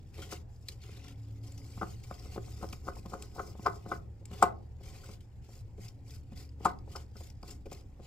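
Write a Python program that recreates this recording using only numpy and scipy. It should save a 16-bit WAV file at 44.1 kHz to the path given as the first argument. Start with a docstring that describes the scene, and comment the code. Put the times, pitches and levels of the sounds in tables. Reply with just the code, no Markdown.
"""Batter beaten in a glass bowl

Thick batter is beaten with a wooden spoon in a glass bowl on a kitchen counter. Stick-slip noise and
cushioned blows excite the damped modes of the bowl, and coloured noise bursts are the batter's smacks.
Sparse reflections form the kitchen; slow engine orders, drones and a whine come from outside over a hush."""
import sys
import numpy as np
from scipy import signal
from scipy.fft import rfft, irfft
from scipy.io import wavfile
from scipy.ndimage import uniform_filter1d

SR = 44100
rng = np.random.default_rng(int(sys.argv[2]) if len(sys.argv) > 2 else 0)


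def file_out(sig):
    """Save sig as 16-bit WAV at sys.argv[1]."""
    # one column per channel
    cols = np.atleast_2d(sig).T
    # limit, then scale
    lim = np.clip(cols, -1, 1)
    pcm = np.round(lim * 32767).astype(np.int16)
    wavfile.write(sys.argv[1], SR, pcm)


N = 355649  # samples


def amp(db):
    """Level to amplitude: 20 dB is a factor of ten."""
    return 10 ** (np.asarray(db) / 20)


def evened(x):
    """Normalization to unit root mean square."""
    return x / np.sqrt(np.mean(x ** 2) + 1e-20)


def read(points, hz):
    """Interpolation of a spectrum on a logarithmic frequency axis."""
    f, value = np.transpose(points)
    return np.interp(np.log(hz + 1), np.log(f + 1), value)


def add(mix, s, sound):
    """Superposition: a sound joins the mix at s seconds."""
    part = mix[..., round(s * SR):][..., :sound.shape[-1]]
    part += sound[..., :part.shape[-1]]


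def shape(x, gain):
    """Linear filtering: the spectrum is multiplied by gain(hz)."""
    hz = np.fft.rfftfreq(x.shape[-1], 1 / SR)
    return irfft(rfft(x) * gain(hz), x.shape[-1])


# Strokes of the spoon through batter along the glass, and hiss sprayed by the hardest blows (4.43, 6.655 s):
# start_s, hold_s, hiss_db, rub_db (bowl, relative to hiss), rasp_db (lower part of the noise, relative to hiss)
STROKES = [(.17, 0.094, -59, 1, 2.5), (.325, 0.01, -47.5, -2, 1), (.50, 0.35, -73, -20, -4.5),
           (.69, 0.029, -57.5, -5, -1.5), (.83, 0.28, -62, -1.5, 4.5), (1.16, 0.23, -71.5, -3, 0.5),
           (1.45, 0.3, -62.5, -4, -2.5), (1.70, 0.25, -59.5, -6, -2.5), (2.04, 0.23, -60.5, -2, -1),
           (2.32, 0.041, -55.5, -1.5, -.6), (2.43, 0.32, -59.5, -3.5, -2.7), (2.86, 0.023, -57, 2, -10),
           (2.96, 0.03, -57, -0.5, -8), (3.10, 0.042, -57.5, -2.5, -6), (3.22, 0.018, -55, 1.5, -9),
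           (3.35, 0.16, -59.5, 1.7, -11), (3.60, 0.17, -61, 3, -8), (3.89, 0.067, -58.5, 7.5, -3.5),
           (4.33, .07, -58.5, 1.5, 3.5), (4.43, 0.0064, -48, 5, 2.5), (4.84, 0.3, -60, -2, 0.3),
           (5.448, .015, -67, -12, 2), (5.51, 0.077, -60.5, -5, -5), (5.83, 0.032, -56, -5, -2),
           (6.09, 0.076, -60, -7.5, -3), (6.32, .015, -69.5, 0, 3.5), (6.37, 0.062, -58, -5.5, -2),
           (6.655, 0.036, -55, 7, 2.5), (6.915, 0.1, -60.5, -2, -.6), (7.18, 0.099, -59.5, -12, -2.5),
           (7.48, 0.042, -56, -3.5, -3.5), (7.72, 0.063, -60, -2, -1), (8.04, .03, -65, -3, 3)]
# Batter moving between strokes: start_s, hiss_db
SWISH = [(0, -74), (1.3, -87.5), (1.5, -67), (3.9, -67.5), (4.05, -78.5), (8.06, -77)]
SWISH_RUB_DB = -12  # relative to the swish
RISE_S, FALL_S, BEND = 0.03, 0.031, 0.97  # times of the last 10 dB of gain or loss; exponent of the slope


def pressure():
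    """Masking by maximum: strokes swell, hold and die, and the loudest sets hiss, rub and rasp in dB."""
    start, hold, hiss_db, rub_db, rasp_db = np.transpose(STROKES)[:, :, None]
    t = np.arange(0, N / SR + .002, .002)
    away = np.maximum(start - t, 0) / RISE_S + np.maximum(t - start - hold, 0) / FALL_S
    arch_db = hiss_db - 10 * away ** BEND
    swish_db = np.interp(t, *np.transpose(SWISH))
    hiss = np.maximum(arch_db.max(0), swish_db)
    rub = np.maximum((arch_db + rub_db).max(0), swish_db + SWISH_RUB_DB)
    rasp = np.maximum((arch_db + rasp_db).max(0), swish_db)
    return t, hiss, rub, rasp


def wet_grains(per_s, spread_db):
    """Damped bubble resonance: tiny pockets of air pop in the batter, each a few cycles long."""
    size = amp(spread_db * np.minimum(rng.exponential(1, N), 5)) * (rng.random(N) < per_s / SR)
    pitches_hz, t = np.geomspace(1800., 9000., num=24), np.arange(300) / SR
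    kind, out = rng.integers(0, len(pitches_hz), N), np.zeros(N)
    for k, hz in enumerate(pitches_hz):
        cycles = hz * t
        pop = cycles * np.exp(-cycles / 4.0) * np.sin(2 * np.pi * cycles)
        out += signal.oaconvolve(size * (kind == k), pop)[:N]
    return evened(out)


# Modes of the bowl, held and damped by batter: pitch_hz, level_db, t60_s (before scaling by length)
BOWL = [(171, 0.5, 0.17), (212.8, 3.5, 0.074), (241.6, -24.5, 0.045), (340.6, 1.5, 0.0945),
        (397.6, -2, 0.18), (437.5, 3, 0.083), (459, -7.5, 0.062), (541.4, 1, 0.1), (630.3, -3.5, 0.049),
        (715.4, -1, 0.09), (785, 2.5, 0.025), (914, -4, 0.017), (1031, -5, 0.021), (1070.4, 2, 0.046),
        (1205, 3, 0.045), (1285, 4, 0.072), (1379.6, 3.5, 0.018), (1475, -3.5, 0.15), (1519, -1, 0.077),
        (1734, -22, 0.15), (2003, -16.5, 0.16), (2036, -12, .13), (2320, -16, .07), (3736, -33, .05)]


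def ring(weights_db, phases, length, contact=0.0095):
    """Modal synthesis: the place struck weights the decaying modes, and batter makes them swell in softly."""
    hz, db, t60 = np.transpose(BOWL)[:, :, None]
    t = np.arange(SR // 8) / SR
    weight_hz = (250, 345, 520, 696, 950, 1400, 1900)
    weights_db = np.insert(weights_db, 1, weights_db[1])  # 345 and 520 Hz share one weight
    db = db + read(list(zip(weight_hz, weights_db)), hz)
    swell = np.sin(np.pi / 2 * np.minimum(t / contact, 1)) ** 2  # contact in s
    decay = amp(db - 60 * np.maximum(t - contact, 0) / (t60 * length))
    modes = decay * np.sin(2 * np.pi * (hz * t + phases[:, None]))  # phases in turns
    return swell * modes.sum(0)


# Colour of the stroke noise, also used by the smacks: pitch_hz, level_db (per Hz, relative)
HISS = [(710, -42.5), (1200, -23.5), (1380, -7), (1680, -14.5), (2000, -7), (2300, -5), (3910, -7.5),
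        (5070, -1.5), (5970, -7.5), (7490, -4.5), (9010, -14), (15000, -13.5), (16000, -31.5)]
RASP_HZ = 4000  # the rasp lies below this


def strokes():
    """Stick-slip friction: patchy noise with wet grains, whose drag also rubs the bowl's modes."""
    s, hiss_db, rub_db, rasp_db = pressure()
    t = np.arange(N) / SR
    flicker = amp(2.5 * evened(uniform_filter1d(rng.standard_normal(N), size=400)))
    drag = flicker * rng.standard_normal((2, N))
    drag[1] = .5 * drag[0] + 0.98 * drag[1]  # the two ports hear the wide hiss only partly alike
    z = signal.stft(drag, nperseg=1024, noverlap=768)[2]
    # narrow bands stand out for a few hundredths of a second as the spoon edge changes its angle
    patches = uniform_filter1d(rng.standard_normal(z.shape[1:]), size=3, axis=0)
    patches = evened(uniform_filter1d(patches, size=10, axis=1))
    patchy = signal.istft(z * amp(3.8 * patches), nperseg=1024, noverlap=768)[1][:, :N]
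    noise = evened(patchy) + .3 * wet_grains(per_s=700, spread_db=3.5)
    noise = evened(shape(noise, lambda hz: amp(read(HISS, hz))))
    rasp = shape(noise, lambda hz: 1 / (1 + (hz / RASP_HZ) ** 12))
    fine = noise - rasp
    hiss = rasp * amp(np.interp(t, s, rasp_db)) + fine * amp(np.interp(t, s, hiss_db))
    bowl = ring((-8.0, -3.0, -5.0, -6.5, -19.5, -3.0), rng.random(len(BOWL)), length=0.46)
    rub = evened(signal.oaconvolve(drag[0], bowl)[:N])
    return hiss + rub * amp(np.interp(t, s, rub_db))


# Spoon knocks, often a soft touch and then the blow: start_s, level_db, thump_db (counter, relative),
# brightness_db_per_octave (of the place struck), lean_db (towards the 1 kHz ring, shared by LEAN)
KNOCKS = [(.182, -38, -21, -6.5, 1.5), (.225, -57.5, -26, 16, -15), (0.323, -35.5, -39, 2.5, -4),
          (0.888, -51, -24, -5, -8), (1.773, -44.5, -3.5, 7.5, 7), (1.814, -26, -20, 4, -1),
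          (1.826, -26, -22.5, 3, 1.5), (2.107, -35.5, -15, 2, 0), (2.257, -49.5, -6, -5.5, -7),
          (2.359, -34.5, -14.5, -6, 4), (2.375, -33.5, -18, -3.5, -2), (2.478, -49, -15.5, -1, 9),
          (2.612, -43, -11.5, -3.5, -9), (2.627, -33, -15, 4, 5), (2.639, -34, -32.5, -4, -1),
          (2.728, -44, -9, 3, 0), (2.867, -38, -18, -1.5, 0), (2.88, -27.5, -27.5, 4, -2),
          (2.966, -44.5, -26, -2, 16), (3.056, -38.5, -8.5, -1.5, 7), (3.12, -42, -21, -1, -1),
          (3.133, -30, -20.5, 2.5, 0), (3.143, -33.5, -25, -5.5, 0), (3.359, -42.5, -9, 1, 13),
          (3.382, -33, -24.5, 1, -1), (3.393, -26, -33.5, 4, 0), (3.55, -45, -13.5, -2, 6.5),
          (3.592, -47.5, -4.5, -3.5, 5), (3.656, -26, -19, 1.5, 2.5), (3.662, -17.5, -26, 10, 4),
          (3.674, -28, -22.5, 1.5, 1), (3.858, -40, -6, 0, 2.5), (3.916, -24, -23, 7.5, -1.5),
          (4.216, -56.5, -13.5, -17.5, -4.5), (4.309, -46, -3, -3.5, 1), (4.33, -43.5, -3.5, 2.5, 3),
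          (4.425, -8.5, -30.5, 7, 7.5), (4.806, -51, -7.5, -9, 4), (5.036, -52, -4.5, 7, -13.5),
          (5.089, -43.5, -7.5, -3, -2.5), (5.489, -51, -13, -10, 10), (5.781, -52, 4.5, -27.5, 8),
          (6.321, -51, 8, -8, 2), (6.604, -45, -13, -11, 11), (6.654, -14.5, -25, 8, 7),
          (6.877, -43, -19.5, -11, 11), (6.953, -34, -32, 4, -1), (6.964, -48.5, -16, 4.5, 16),
          (7.156, -43, -9, 2, -5.5), (7.205, -43.5, -15, -11, 8), (7.43, -37.5, -14, 1, 3.5),
          (7.657, -43.5, -21, -14.5, 0), (7.717, -41, -18, -6, 6), (7.995, -45.5, -12, -14.5, 4)]
# How an average blow drives the four rings: pitch_hz, level_db
BLOW = [(430, -15), (700, -15), (1040, -16), (1400, -22)]
# Share of lean_db taken by each of the four rings: factor
LEAN = (-.5, .3, 1, -1)
PIVOT_HZ = 700  # brightness tilts the spectrum about this pitch
RING_LENGTH, SHORTER_PER_DB = 0.91, 0.0162  # t60 factor of a -26 dB blow; its loss per dB for softer ones


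def knocks():
    """Impact excitation: cushioned blows ring the bowl; the spoon chatters a little while on the glass."""
    out, (hz, blow_db) = np.zeros(N), np.transpose(BLOW)
    chance = rng.random((len(KNOCKS), len(BOWL) + SR // 8))
    for (s, db, thump_db, bright, lean_db), draw in zip(KNOCKS, chance):
        phases, chatter = np.split(draw, [len(BOWL)])
        chatter = amp(3.07 * evened(uniform_filter1d(chatter - .5, size=150)))
        rings_db = blow_db + bright * np.log2(hz / PIVOT_HZ) + lean_db * np.array(LEAN)
        clack_db = rings_db[-1] + .35 * (db + 12.0)  # harder blows reach the higher modes
        length = max(RING_LENGTH + SHORTER_PER_DB * (db + 26), .2)
        blow = ring([thump_db, *rings_db, clack_db], phases, length)
        add(out, s - .004, amp(db) * chatter * blow)
    return out


# Batter smacks and dry cracks of wood on glass: start_s, level_db (before rise and decay), colour_hz, t60_s
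SMACKS = [(0.1411, -53, 2360, 0.062), (0.2184, -45.5, 3160, 0.16), (0.3269, -37, 5840, 0.019),
          (0.6853, -27, 4100, 0.024), (0.817, -54, 4380, 0.067), (1.083, -40, 3100, 0.018),
          (1.4807, -50, 5600, 0.027), (1.5207, -43, 7400, 0.022), (1.577, -46.5, 5940, 0.045),
          (2.037, -48, 2400, 0.048), (2.141, -43, 4970, 0.026), (2.1937, -46.5, 5020, 0.034),
          (2.3452, -43, 4550, 0.028), (2.6895, -32.5, 5460, 0.0091), (2.7275, -34, 2530, 0.028),
          (3.059, -44.5, 3320, 0.025), (3.2244, -23.5, 7770, 0.01), (3.645, -49, 5500, 0.072),
          (3.6624, -37, 5000, 0.045), (4.255, -36.5, 7560, 0.018), (4.4257, -22, 7930, 0.033),
          (5.2063, -54, 3250, 0.045), (5.5233, -58.5, 5540, 0.039), (5.8821, -43, 5440, 0.038),
          (6.107, -38.5, 5370, 0.016), (6.375, -42.5, 4560, 0.026), (6.491, -52, 5000, 0.025),
          (6.648, -31, 9260, 0.025), (6.6553, -31.5, 7700, 0.042), (6.788, -48, 5090, 0.018),
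          (6.9597, -35, 5320, 0.047), (7.168, -47, 5210, 0.042), (7.3014, -38.5, 5500, 0.016),
          (7.43, -39, 4810, 0.016), (7.5086, -41, 7400, 0.045), (7.6575, -54.5, 2400, 0.06),
          (7.7137, -47.5, 2470, 0.085), (7.728, -36, 7340, 0.026)]
SMACK_WIDTH, SMACK_BROAD = .045, .25  # half-width as a fraction of the colour; broad floor, amplitude


def smacks():
    """Filtered noise bursts: broad puffs, coloured by a resonance, partly alike at the two ports."""
    out, t = np.zeros((2, N)), np.arange(3000) / SR
    for (s, db, hz, t60), noise in zip(SMACKS, rng.standard_normal((len(SMACKS), 3, len(t)))):
        def colour(f):
            peak = 1 / (1 + ((f - hz) / (SMACK_WIDTH * hz)) ** 2)
            return amp(read(HISS, f)) * (SMACK_BROAD + peak)

        puff = evened(shape(noise[0] + 0.26 * noise[1:], colour))
        envelope = (1 - np.exp(-t / 0.0024)) * amp(-60 * t / t60)
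        add(out, s - .001, amp(db) * puff * envelope)
    return out


# Reverberation of the kitchen: pitch_hz, t60_s
KITCHEN = [(200, 0.78), (700, 0.31), (1500, 0.22), (2500, 0.087), (5000, 0.12), (10000, 0.14)]


def kitchen(x):
    """Reverberation: sparse reflections of random sign, each band dying at its own speed."""
    taps = np.zeros((2, SR // 2))
    at = np.arange(200, SR // 2 - 20, 20) + rng.integers(0, 20, (2, (SR // 2 - 201) // 20))
    np.put_along_axis(taps, at, rng.choice([-1., 1.], at.shape), 1)
    hz, t, z = signal.stft(taps, SR, nperseg=256)
    decay = amp(-60 * t / read(KITCHEN, hz)[:, None])
    tail = signal.istft(z * decay, SR, nperseg=256)[1]
    return signal.fftconvolve(x, tail / np.linalg.norm(tail[0]), axes=1)[:, :N]


# Idling engine: start_s, low_throb_db, upper_throb_db
ENGINE = [(0, -49, -56.5), (.45, -48.5, -54), (1.55, -49.5, -46.5), (2.2, -50.5, -54.5), (2.7, -49, -51.5),
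          (3.8, -50, -54), (4.5, -48, -52), (6.0, -54.5, -51.5), (6.599, -48, -53.5), (7.5, -50, -55),
          (8.06, -52, -68)]
# Cycle rate of the engine: start_s, pitch_hz
ENGINE_HZ = [(0, 10.3), (.35, 9.9), (.75, 9.15), (1.4, 9.0), (2.2, 9.15), (3.2, 9.15), (3.9, 9.0),
             (4.5, 9.1), (5.5, 8.95), (6.5, 9.05), (7.25, 9.1), (7.8, 8.4), (8.07, 8.3)]
# Engine orders: multiple (of the cycle rate), throb (0 low, 1 upper)
THROB_ORDERS = ((8, 0), (9, 0), (12, 1), (13, 1))
# Share of each order in its throb: level_db
THROB_DB = (-4, -9.5, -1.5, -7.5)
LOW_ORDER_DB = -63.5  # the third order, steady in level
WAVER_DB, WAVER_S = 2.5, .25  # spread of each order's level; time between its random points


def engine():
    """Harmonic orders: multiples of one slightly uneven cycle rate, the upper four wavering slowly."""
    t, (s, *throbs_db) = np.arange(N) / SR, np.transpose(ENGINE)
    turns = np.cumsum(np.interp(t, *np.transpose(ENGINE_HZ))) / SR
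    out = amp(LOW_ORDER_DB) * np.sin(2 * np.pi * 3 * turns)
    for (k, throb), db, draw in zip(THROB_ORDERS, THROB_DB, rng.standard_normal((4, 200))):
        waver_db = WAVER_DB * np.interp(t / WAVER_S, np.arange(200), draw)
        level_db = db + waver_db + np.interp(t, s, throbs_db[throb])
        out = out + amp(level_db) * np.sin(2 * np.pi * (k * turns + rng.random()))
    return np.sqrt(2) * out


def tone(rows):
    """Phase accumulation: a sine follows a table's pitch and level, faded at both ends."""
    s, hz, db = np.transpose(rows)
    t, out = np.arange(s[0], s[-1], 1 / SR), np.zeros(N)
    turns = np.cumsum(np.interp(t, s, hz)) / SR + rng.random()
    fade = signal.windows.tukey(len(t), .04)
    add(out, s[0], np.sqrt(2) * amp(np.interp(t, s, db)) * np.sin(2 * np.pi * turns) * fade)
    return out


# Two passing drones, one table each: start_s, pitch_hz, level_db
DRONES = [
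    [(1.6, 55.2, -75), (1.85, 54.34, -54.5), (3.6, 62.9, -52.5)],
    [(5.6, 43.55, -69.5), (6.29, 40.4, -63), (8.06, 37.9, -55.5)],
]
# A faint whine comes and goes: start_s, length_s, top_level_db
WHINE = [(0.954, 0.89, -60.5), (2.101, 1.44, -66), (5.896, 1.1, -64.5), (7.297, 0.72, -66)]
WHINE_HZ, WHINE_ENDS_DB = 277.4, -3.5  # level at the ends is relative to the top


def outside():
    """Transmission: engine, drones and whine come through the walls almost alike at both ports."""
    whine = []
    for s, length, db in WHINE:
        ends_db = db + WHINE_ENDS_DB
        whine.append([(s, WHINE_HZ, ends_db), (s + length / 2, WHINE_HZ, db), (s + length, WHINE_HZ, ends_db)])
    return amp([[.2], [-.2]]) * (engine() + sum(tone(rows) for rows in DRONES + whine))


# Colour of the hush: pitch_hz, level_db (per Hz, relative)
HUSH = [(8.8, -43), (15, -6), (97, 2.5), (130, -4), (174, -11.5), (559, -25), (628, -31.5), (793, -26),
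        (1160, -40), (1790, -39), (4980, -58.5), (6110, -57), (7490, -48.5), (9190, -69.5), (16000, -57)]
# Left-right likeness of the hush: pitch_hz, correlation (0 to 1)
SAME = [(60, 0.84), (150, 0.96), (400, 0.76), (1500, .3), (5000, .05)]
HUSH_DB, HUSH_PATCH_DB = -50.5, 2.  # overall level; spread of the patches


def hush():
    """Partly coherent noise: room rumble and microphone hiss as random short-time spectra, mildly patchy."""
    frames, hz = N // 512 + 5, np.fft.rfftfreq(2048, 1 / SR)
    a, b, c, d, patches = rng.standard_normal((5, 1025, frames))
    patches = uniform_filter1d(patches, size=12, axis=0)
    patches = evened(uniform_filter1d(patches, size=8, axis=1))
    same = np.clip(read(SAME, hz), -1, 1)[:, None]
    left = a + 1j * b
    right = same * left + np.sqrt(1 - same ** 2) * (c + 1j * d)
    z = np.array([left, right]) * amp(read(HUSH, hz)[:, None] + HUSH_PATCH_DB * patches)
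    return amp(HUSH_DB) * evened(signal.istft(z, nperseg=2048, noverlap=1536)[1][:, :N])


# Level difference of the bowl between the ports: pitch_hz, left_over_right_db
LEFT_DB = [(200, 1), (600, 3.5), (1200, 4.5), (2500, 3), (8000, 3.5), (14000, 3)]
# Phase difference of the bowl between the ports: pitch_hz, left_lead_rad
LEAD = [(200, 0.17), (600, 0.496), (1200, 1.01), (3000, 1.11), (9000, 1.7)]


def scene():
    """Interaural-style cues: the bowl is close and off to one side of the two microphone ports."""
    bowl = strokes() + knocks() + smacks()
    side = np.array([[.5], [-.5]])  # each port takes half of the difference
    ports = shape(bowl, lambda hz: amp(side * read(LEFT_DB, hz)) * np.exp(1j * side * read(LEAD, hz)))
    return ports + amp(-14) * kitchen(bowl) + hush() + outside()


EDGE_HZ = 15850  # upper band limit


def record(dry):
    """Band limitation: a linear-phase low-pass filter."""
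    lowpass = signal.firwin(511, EDGE_HZ, window=("kaiser", 9), fs=SR)
    return signal.oaconvolve(dry, lowpass[None], "same")


dry = scene()
out = record(dry)
file_out(out)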